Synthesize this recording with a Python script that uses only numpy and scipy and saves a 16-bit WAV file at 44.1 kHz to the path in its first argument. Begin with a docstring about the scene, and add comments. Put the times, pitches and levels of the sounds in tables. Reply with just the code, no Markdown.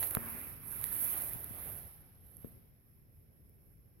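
"""A hand slides over the body of a small camera in a quiet, open field of dry grass.
Friction, a stream of tiny slips of skin, excites the resonances of two microphone ports (a hiss)
and of the case (a scrape); where the skin catches and lets go, it ticks. Knocks, one early and a close
pair later, set the case ringing in its modes, and it flexes under the grip.
Behind the hand lie a low outdoor rumble and a faint microphone hiss."""
import sys
import numpy as np
from scipy import signal
from scipy.io import wavfile
from scipy.ndimage import uniform_filter1d

SR = 44100
rng = np.random.default_rng(int(sys.argv[2]) if len(sys.argv) > 2 else 0)


def generate_wav(sig):
    """Save sig (samples, or channels by samples) to the path in sys.argv[1] as 16-bit PCM at SR."""
    pcm = np.round(np.clip(np.atleast_2d(sig).T, -1, 1) * 32767).astype(np.int16)
    wavfile.write(sys.argv[1], SR, pcm)


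N = 176400
T = np.arange(N) / SR

# Friction of the sliding hand, in relative levels: time_s, hiss_db, scrape_db, hiss_left_minus_right_db
SLIDE_LEVELS = [(0, -40, -55, -4.5), (.04, -38, -53, -8), (.095, -42, -57.5, -8), (.19, -47, -55.5, -3.5),
                (.275, -47.5, -51.5, -3), (.315, -45.5, -54.5, -3.5), (.4, -46.5, -55, -4),
                (.5, -49, -58.5, -2), (.6, -56.5, -65, 1), (.645, -50.5, -62, -6.5), (.69, -44.5, -61, -11),
                (.77, -44.5, -56, -6.5), (.88, -42.5, -57.5, -9), (1.04, -38, -54, -7.5),
                (1.17, -39.5, -53, -6), (1.4, -48, -62, -3.5), (1.5, -49.5, -63.5, -3),
                (1.66, -45, -59, -8.5), (1.77, -48, -63, -5.5), (1.92, -57.5, -71.5, -1),
                (2.2, -67.5, -80, 1), (2.27, -60, -78, -7), (2.39, -60.5, -78.5, -5.5),
                (2.44, -60.5, -74, -4), (2.48, -62.5, -77.5, -4), (2.52, -63.5, -77, 1),
                (2.74, -79, -87, 1.5), (4, -81.5, -100, -2)]


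def skin_hiss():
    """Friction noise: countless slips drive the ports, and faster sliding broadens the spectrum."""
    # Gain of the top treble, a brief sizzle after the late knocks: time_s, gain_db
    sizzle = [(1.8, -1), (2.1, -5.5), (2.43, 2), (2.477, 8), (2.52, -2), (2.65, 4)]
    grains_per_s, grain_db, flicker_db = 1500, -5.5, 1.14
    skirt_db_per_db, neutral_db = 0.74, -48.5
    hiss_db, _, pan_db = curve(SLIDE_LEVELS)
    grain_onsets = rng.random(N) < grains_per_s / SR
    slips = rng.standard_normal((2, N))
    slips += amp(grain_db) * unit_rms(grain_onsets * rng.standard_normal((2, N)))
    flicker = unit_rms(uniform_filter1d(rng.standard_normal(N), size=700))
    drive = slips * amp(hiss_db + 3.5 + flicker_db * flicker)
    drive[0] *= amp(pan_db)
    hiss = scale_skirts(port_resonance(drive), skirt_db_per_db * (hiss_db - neutral_db))
    return scale_band(hiss, 12200, "high", sizzle)


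def case_scrape():
    """Structure-borne sound: friction noise passes through the case, which favours the lower frequencies."""
    # Spectrum of the scrape: frequency_hz, density_db
    spectrum = [(30, 6.5), (75, 7.5), (160, -3.5), (260, 6.5), (480, 2), (700, 3), (1000, 0.5), (1600, 2),
                (2400, -1.5), (3000, -7), (4200, -12), (6000, -30.5), (9000, -67.5)]
    # Likeness of the scrape at the two ports: frequency_hz, correlation
    coherence = [(60, 0.77), (300, 0.65), (700, 0.64), (1400, 0.12), (3100, 0), (7000, 0)]
    # Leftward drift of the fading scrape: time_s, left_minus_right_db
    drift = [(1.7, 0.5), (2.15, 5)]
    # Hollow middle band, strong at first touch, dipping, then swelling again later: time_s, gain_db
    hollow_gain = [(.05, 5), (.25, -3), (.8, -3), (1.3, 1), (1.75, 4), (2.4, 2)]
    # Upper edge of the scrape: time_s, gain_db
    upper_gain = [(.05, 4), (.2, -5.5), (.55, -3), (.72, -3), (.85, 3.5), (1.15, 1.5), (1.7, 2), (2.4, 3.5)]
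    _, scrape_db, _ = curve(SLIDE_LEVELS)
    shift_db = curve(drift)[0] / 2
    scrape = noise(spectrum, coherence, patch_db=1.5) * amp(scrape_db + 2.5) * amp([shift_db, -shift_db])
    scrape = scale_band(scrape, (398, 955), "band", hollow_gain)
    return scale_band(scrape, (2843, 6580), "band", upper_gain)


def skin_ticks():
    """Stick-slip: each catch of the skin releases in one snap and a fast-decaying burst of smaller slips."""
    # Catches, in relative levels: start_s, hiss_db, crack_db, edge_db, hiss_pan_db, crack_low_cut_hz
    catches = [(.0292, -16, -28, -37, -12, 150), (.0355, -26, -35, -40, -10, 150),
               (.0725, -18.5, -39, -38, -13, 300), (.1100, -18.5, -38, -18.5, -14, 1400),
               (.1500, -12.5, -29, -15, -18, 100), (.1508, -18, -30, -18, -16, 100),
               (.3245, -31, -60, -46, -9, 1000), (.8138, -21, -60, -44, -14, 1000),
               (.8411, -15.5, -31, -22, -17, 1600), (1.2214, -21, -45, -46, -17, 1000),
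               (1.2961, -25, -60, -44, -11, 1000), (1.334, -24.5, -52, -38, -13, 1000),
               (1.4438, -20.5, -48, -32, -13, 1500), (1.650, -28, -52, -50, -15, 1000),
               (2.369, -31.5, -75, -70, -14, 1000), (3.496, -68, -82, -50, 8, 1000)]
    # Spectrum of the low crack: frequency_hz, density_db
    crack_spectrum = [(100, -12), (400, 6), (1000, 10), (1500, 6), (2100, 9), (3000, -4), (4100, 6),
                      (5500, -15), (8000, -6), (12000, -10)]
    # Spectrum of the bright edge of a sharp catch: frequency_hz, density_db
    edge_spectrum = [(3000, -72), (6000, -26), (8000, -16), (11000, 1), (13500, 5), (16000, 4)]
    snap, burst_decay_s, tail_decay_s = 3, .0004, .003
    t = np.arange(900) / SR
    envelope = amp(-8) * np.exp(-t / burst_decay_s) + amp(-20) * np.exp(-t / tail_decay_s)
    hiss, crack, edge = np.zeros((3, 2, N))
    for start_s, hiss_db, crack_db, edge_db, pan_db, low_cut_hz in catches:
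        bursts = np.where(t == 0, snap, envelope * rng.choice([-1, 1], (3, 2, len(t))))
        add(hiss, start_s, bursts[0] * amp([[hiss_db + pan_db], [hiss_db]]))
        add(crack, start_s, slope(bursts[1], low_cut_hz, "high") * amp(crack_db))
        add(edge, start_s, bursts[2] * amp(edge_db))
    ticks = scale_skirts(port_resonance(hiss), gain_db=-10)
    for side in range(2):
        ticks[side] += colour(crack[side], crack_spectrum) + colour(edge[side], edge_spectrum)
    return ticks


def port_resonance(drive):
    """Resonance: each microphone port rings at its own peak in the high treble."""
    # Response of the left port: frequency_hz, relative_gain_db
    left_response = [(2500, -49), (3600, -32), (5300, -20), (6200, -26.5), (7600, -33.5), (8800, -19.5),
                     (10000, -17.5), (10900, -9), (12100, -2.5), (13000, -7.5), (14000, -9.5),
                     (15700, -5.5)]
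    # Response of the right port: frequency_hz, relative_gain_db
    right_response = [(2500, -55.5), (4000, -28.5), (5800, -35), (7600, -35), (8800, -30.5), (10000, -9),
                      (10700, 0.5), (11400, 5), (12300, 2.5), (13300, -5.5), (14500, -7), (15700, -26.5)]
    return np.array([colour(drive[0], left_response), colour(drive[1], right_response)])


def scale_skirts(sound, gain_db):
    """Bandwidth: gain on either side of the port resonance widens or narrows its peak."""
    skirts = band(sound, 13500, "high") + band(sound, (6340, 10320), "band")
    return sound + skirts * (amp(gain_db) - 1)


def case_knocks():
    """Impact: a push and rebound rock the case and its damped modes ring; longer contact is duller."""
    # Knocks, in relative levels: start_s, push_db, contact_s, right_offset_db, ring_db, clack_db
    impacts = [(.1697, -22.5, .0003, 1.5, -45.5, -21.5), (2.4449, -30.5, .00075, -9, -57, -41),
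               (2.4692, -46, .0008, -3, -66, -60)]
    # Modes of the case: pitch_hz, level_db, t60_s
    modes = [(231.4, 3, 0.91), (253.4, 7.5, 0.052), (85, 10.5, 0.026), (452, -0.5, 0.095), (554, -14, 0.51)]
    # Spectrum of the clack of hard contact: frequency_hz, density_db
    clack_spectrum = [(200, -8), (430, 0), (700, -10), (1050, 1), (1500, -4), (2400, -9), (3200, -18),
                      (4200, -32), (8000, -50)]
    left_lag_s, rebound_delay_s, rebound_gain = .0009, .003, .38
    ring_right_db, shell_right_db = -20.5, 0.5
    knocks, t = np.zeros((2, N)), np.arange(SR) / SR
    ring = sum(damped_mode(t, *mode) for mode in modes)
    shell = damped_mode(t, pitch_hz=445, level_db=-12, t60_s=.022)  # boxy note of the stiff shell
    hard_clack = colour(1. * (t == 0), clack_spectrum) * amp(8)
    for start_s, push_db, contact_s, right_db, ring_db, clack_db in impacts:
        peak_s, rebound_width_s = start_s + contact_s, contact_s + .0011
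        right = amp(right_db) * pulse(peak_s, contact_s)
        right -= rebound_gain * pulse(peak_s + rebound_delay_s + contact_s, rebound_width_s)
        # At the left port the pressure dips first and the push arrives later.
        left = -.65 * pulse(peak_s + left_lag_s / 3, contact_s)
        left += .85 * pulse(peak_s + left_lag_s + contact_s, width_s=.0008)
        left -= rebound_gain * pulse(peak_s + 2 * left_lag_s + rebound_delay_s, rebound_width_s)
        knocks += amp(push_db) * np.array([left, right])
        clack = slope(hard_clack, .85 / contact_s, "low") * amp(clack_db)
        add(knocks, start_s + contact_s / 2, clack * np.array([[0], [1]]))
        add(knocks, peak_s + left_lag_s / 2, clack * np.array([[1], [0]]))
        add(knocks, peak_s + left_lag_s, shell * amp([[push_db], [push_db + right_db + shell_right_db]]))
        add(knocks, start_s + rebound_delay_s, -ring * amp([[ring_db], [ring_db + ring_right_db]]))
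    return knocks


def case_flexes():
    """Elastic deflection: each time the case gives, the pressure swings once at the left port."""
    # Flexes under the grip: centre_s, level_db, half_period_s
    flexes = [(.350, -38, .001), (1.3604, -38, .0011), (1.5099, -37, .0011), (2.382, -48, .0015)]
    swings = np.zeros((2, N))
    for centre_s, level_db, half_s in flexes:
        swings[0] += amp(level_db) * (pulse(centre_s - half_s, half_s) - pulse(centre_s + half_s, half_s))
    return swings


def outdoor_rumble():
    """Ambient noise: the open air rumbles, most coherent between the ports at long wavelengths."""
    # Spectrum of the rumble: frequency_hz, density_db
    spectrum = [(15, -23.5), (30, -14), (50, 1.5), (75, 6.5), (105, -10), (135, -3.5), (180, -12),
                (280, -17.5), (450, -20), (900, -35.5), (2000, -40.5), (5000, -57)]
    # Slow swell of the rumble: time_s, level_db
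    swell = [(0, -54.5), (.6, -54), (1.1, -54.5), (1.62, -52), (2.1, -61), (2.5, -56), (2.8, -62.5),
             (3.35, -60.5), (3.6, -59.5), (4, -61)]
    # Likeness of the rumble at the two ports: frequency_hz, correlation
    coherence = [(30, 1), (70, 0.93), (130, 0.5), (290, 0.21), (640, 0.0098), (1400, 0)]
    return noise(spectrum, coherence, patch_db=1.5) * amp(curve(swell)[0])


def microphone_hiss():
    """Self-noise: each microphone hisses faintly and independently; the treble wavers near the end."""
    # Spectrum of the hiss: frequency_hz, density_db
    spectrum = [(300, -13.5), (1200, -20.5), (2200, -5.5), (3200, -13.5), (4600, -14.5), (5400, -3.5),
                (6200, -18.5), (9300, -19.5), (10400, 1.5), (11700, 14), (12600, 2.5), (13600, -7),
                (15700, -6.5)]
    # Balance of the hiss: frequency_hz, left_minus_right_db
    balance = [(500, 28), (5000, 10), (9000, -0.5), (11500, -6.5), (14000, -5)]
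    # Wavering of the treble: time_s, gain_db
    treble_gain = [(2.79, -2.5), (2.87, 1), (2.98, 1.5), (3.07, -3.5), (3.17, 2.5), (3.27, -3), (3.37, 1.5),
                   (3.58, 1), (3.68, 4), (3.8, -1)]
    return scale_band(noise(spectrum, balance=balance) * amp(-72), 8000, "high", treble_gain)


def amp(db):
    """Amplitude ratio of a level in decibels."""
    return 10 ** (np.asarray(db) / 20)


def unit_rms(x):
    """Normalisation to unit mean power."""
    return x / np.sqrt(np.mean(x ** 2) + 1e-20)


def at_frequency(points, hz):
    """Interpolation of a spectrum on a log-frequency axis."""
    points_hz, values = np.transpose(points)
    return np.interp(np.log(hz + 1), np.log(points_hz + 1), values)


def curve(table):
    """Linear interpolation of each column of a time table at every sample."""
    times_s, *columns = np.transpose(table)
    return [np.interp(T, times_s, column) for column in columns]


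def add(mix, start_s, sound):
    """Superposition of a stereo sound on the mix."""
    part = mix[:, max(round(start_s * SR), 0):][:, :sound.shape[1]]
    part += sound[:, :part.shape[1]]


def pulse(centre_s, width_s):
    """A Gaussian pulse of pressure."""
    return np.exp(-np.minimum(((T - centre_s) / width_s) ** 2, 50))


def damped_mode(t, pitch_hz, level_db, t60_s):
    """Free vibration: a sinusoid that decays exponentially."""
    return amp(level_db - 60 * t / t60_s) * np.sin(2 * np.pi * pitch_hz * t)


def colour(x, spectrum, size=4096):
    """Minimum-phase filtering with unit energy and the given spectral shape."""
    log_gain = np.log(amp(at_frequency(spectrum, abs(np.fft.fftfreq(size, 1 / SR)))))
    response = np.exp(np.conj(signal.hilbert(log_gain)))
    taps = np.fft.ifft(response).real[:size // 2]
    return signal.oaconvolve(x, taps / np.linalg.norm(taps))[:len(x)]


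def noise(spectrum, coherence=((1, 0),), balance=((1, 0),), patch_db=0, size=1024, hop=256):
    """Partly coherent stereo noise of unit rms; its level varies in patches of time and frequency."""
    hz = np.fft.rfftfreq(size, 1 / SR)
    a, b, c, d, patches = rng.standard_normal((5, N // hop + 5, len(hz)))
    patches = uniform_filter1d(patches, size=8, axis=0)
    patches = unit_rms(uniform_filter1d(patches, size=12, axis=1))
    correlation = np.clip(at_frequency(coherence, hz), -1, 1)
    left, independent = a + 1j * b, c + 1j * d
    right = correlation * left + np.sqrt(1 - correlation ** 2) * independent
    tilt = amp(at_frequency(balance, hz) / 2)
    frames = np.array([left * tilt, right / tilt]) * amp(at_frequency(spectrum, hz) + patch_db * patches)
    _, sound = signal.istft(frames.swapaxes(-1, -2), nperseg=size, noverlap=size - hop)
    return unit_rms(sound[:, :N])


def band(x, hz, kind):
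    """Zero-phase filtering: the band stays in phase with the whole sound."""
    return signal.sosfiltfilt(signal.butter(4, hz, kind, fs=SR, output="sos"), x)


def scale_band(x, hz, kind, gain_table):
    """Time-varying equalisation: one band follows a table of gains in decibels."""
    return x + band(x, hz, kind) * (amp(curve(gain_table)[0]) - 1)


def slope(x, hz, kind):
    """Causal second-order high-pass or low-pass filtering."""
    return signal.sosfilt(signal.butter(2, hz, kind, fs=SR, output="sos"), x)


def scene():
    """Superposition of the hand's sounds and the quiet background."""
    hand = skin_hiss() + case_scrape() + skin_ticks() + case_knocks() + case_flexes()
    return hand + outdoor_rumble() + microphone_hiss()


def record(dry):
    """Band limiting: the recorder cuts the deepest bass gently and the highest treble steeply."""
    low_cut_hz, high_cut_hz = 40, 16050
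    low_pass = signal.firwin(511, high_cut_hz, window=("kaiser", 9), fs=SR)
    return signal.oaconvolve(slope(dry, low_cut_hz, "high"), low_pass[None], "same")


dry = scene()
out = record(dry)
generate_wav(out)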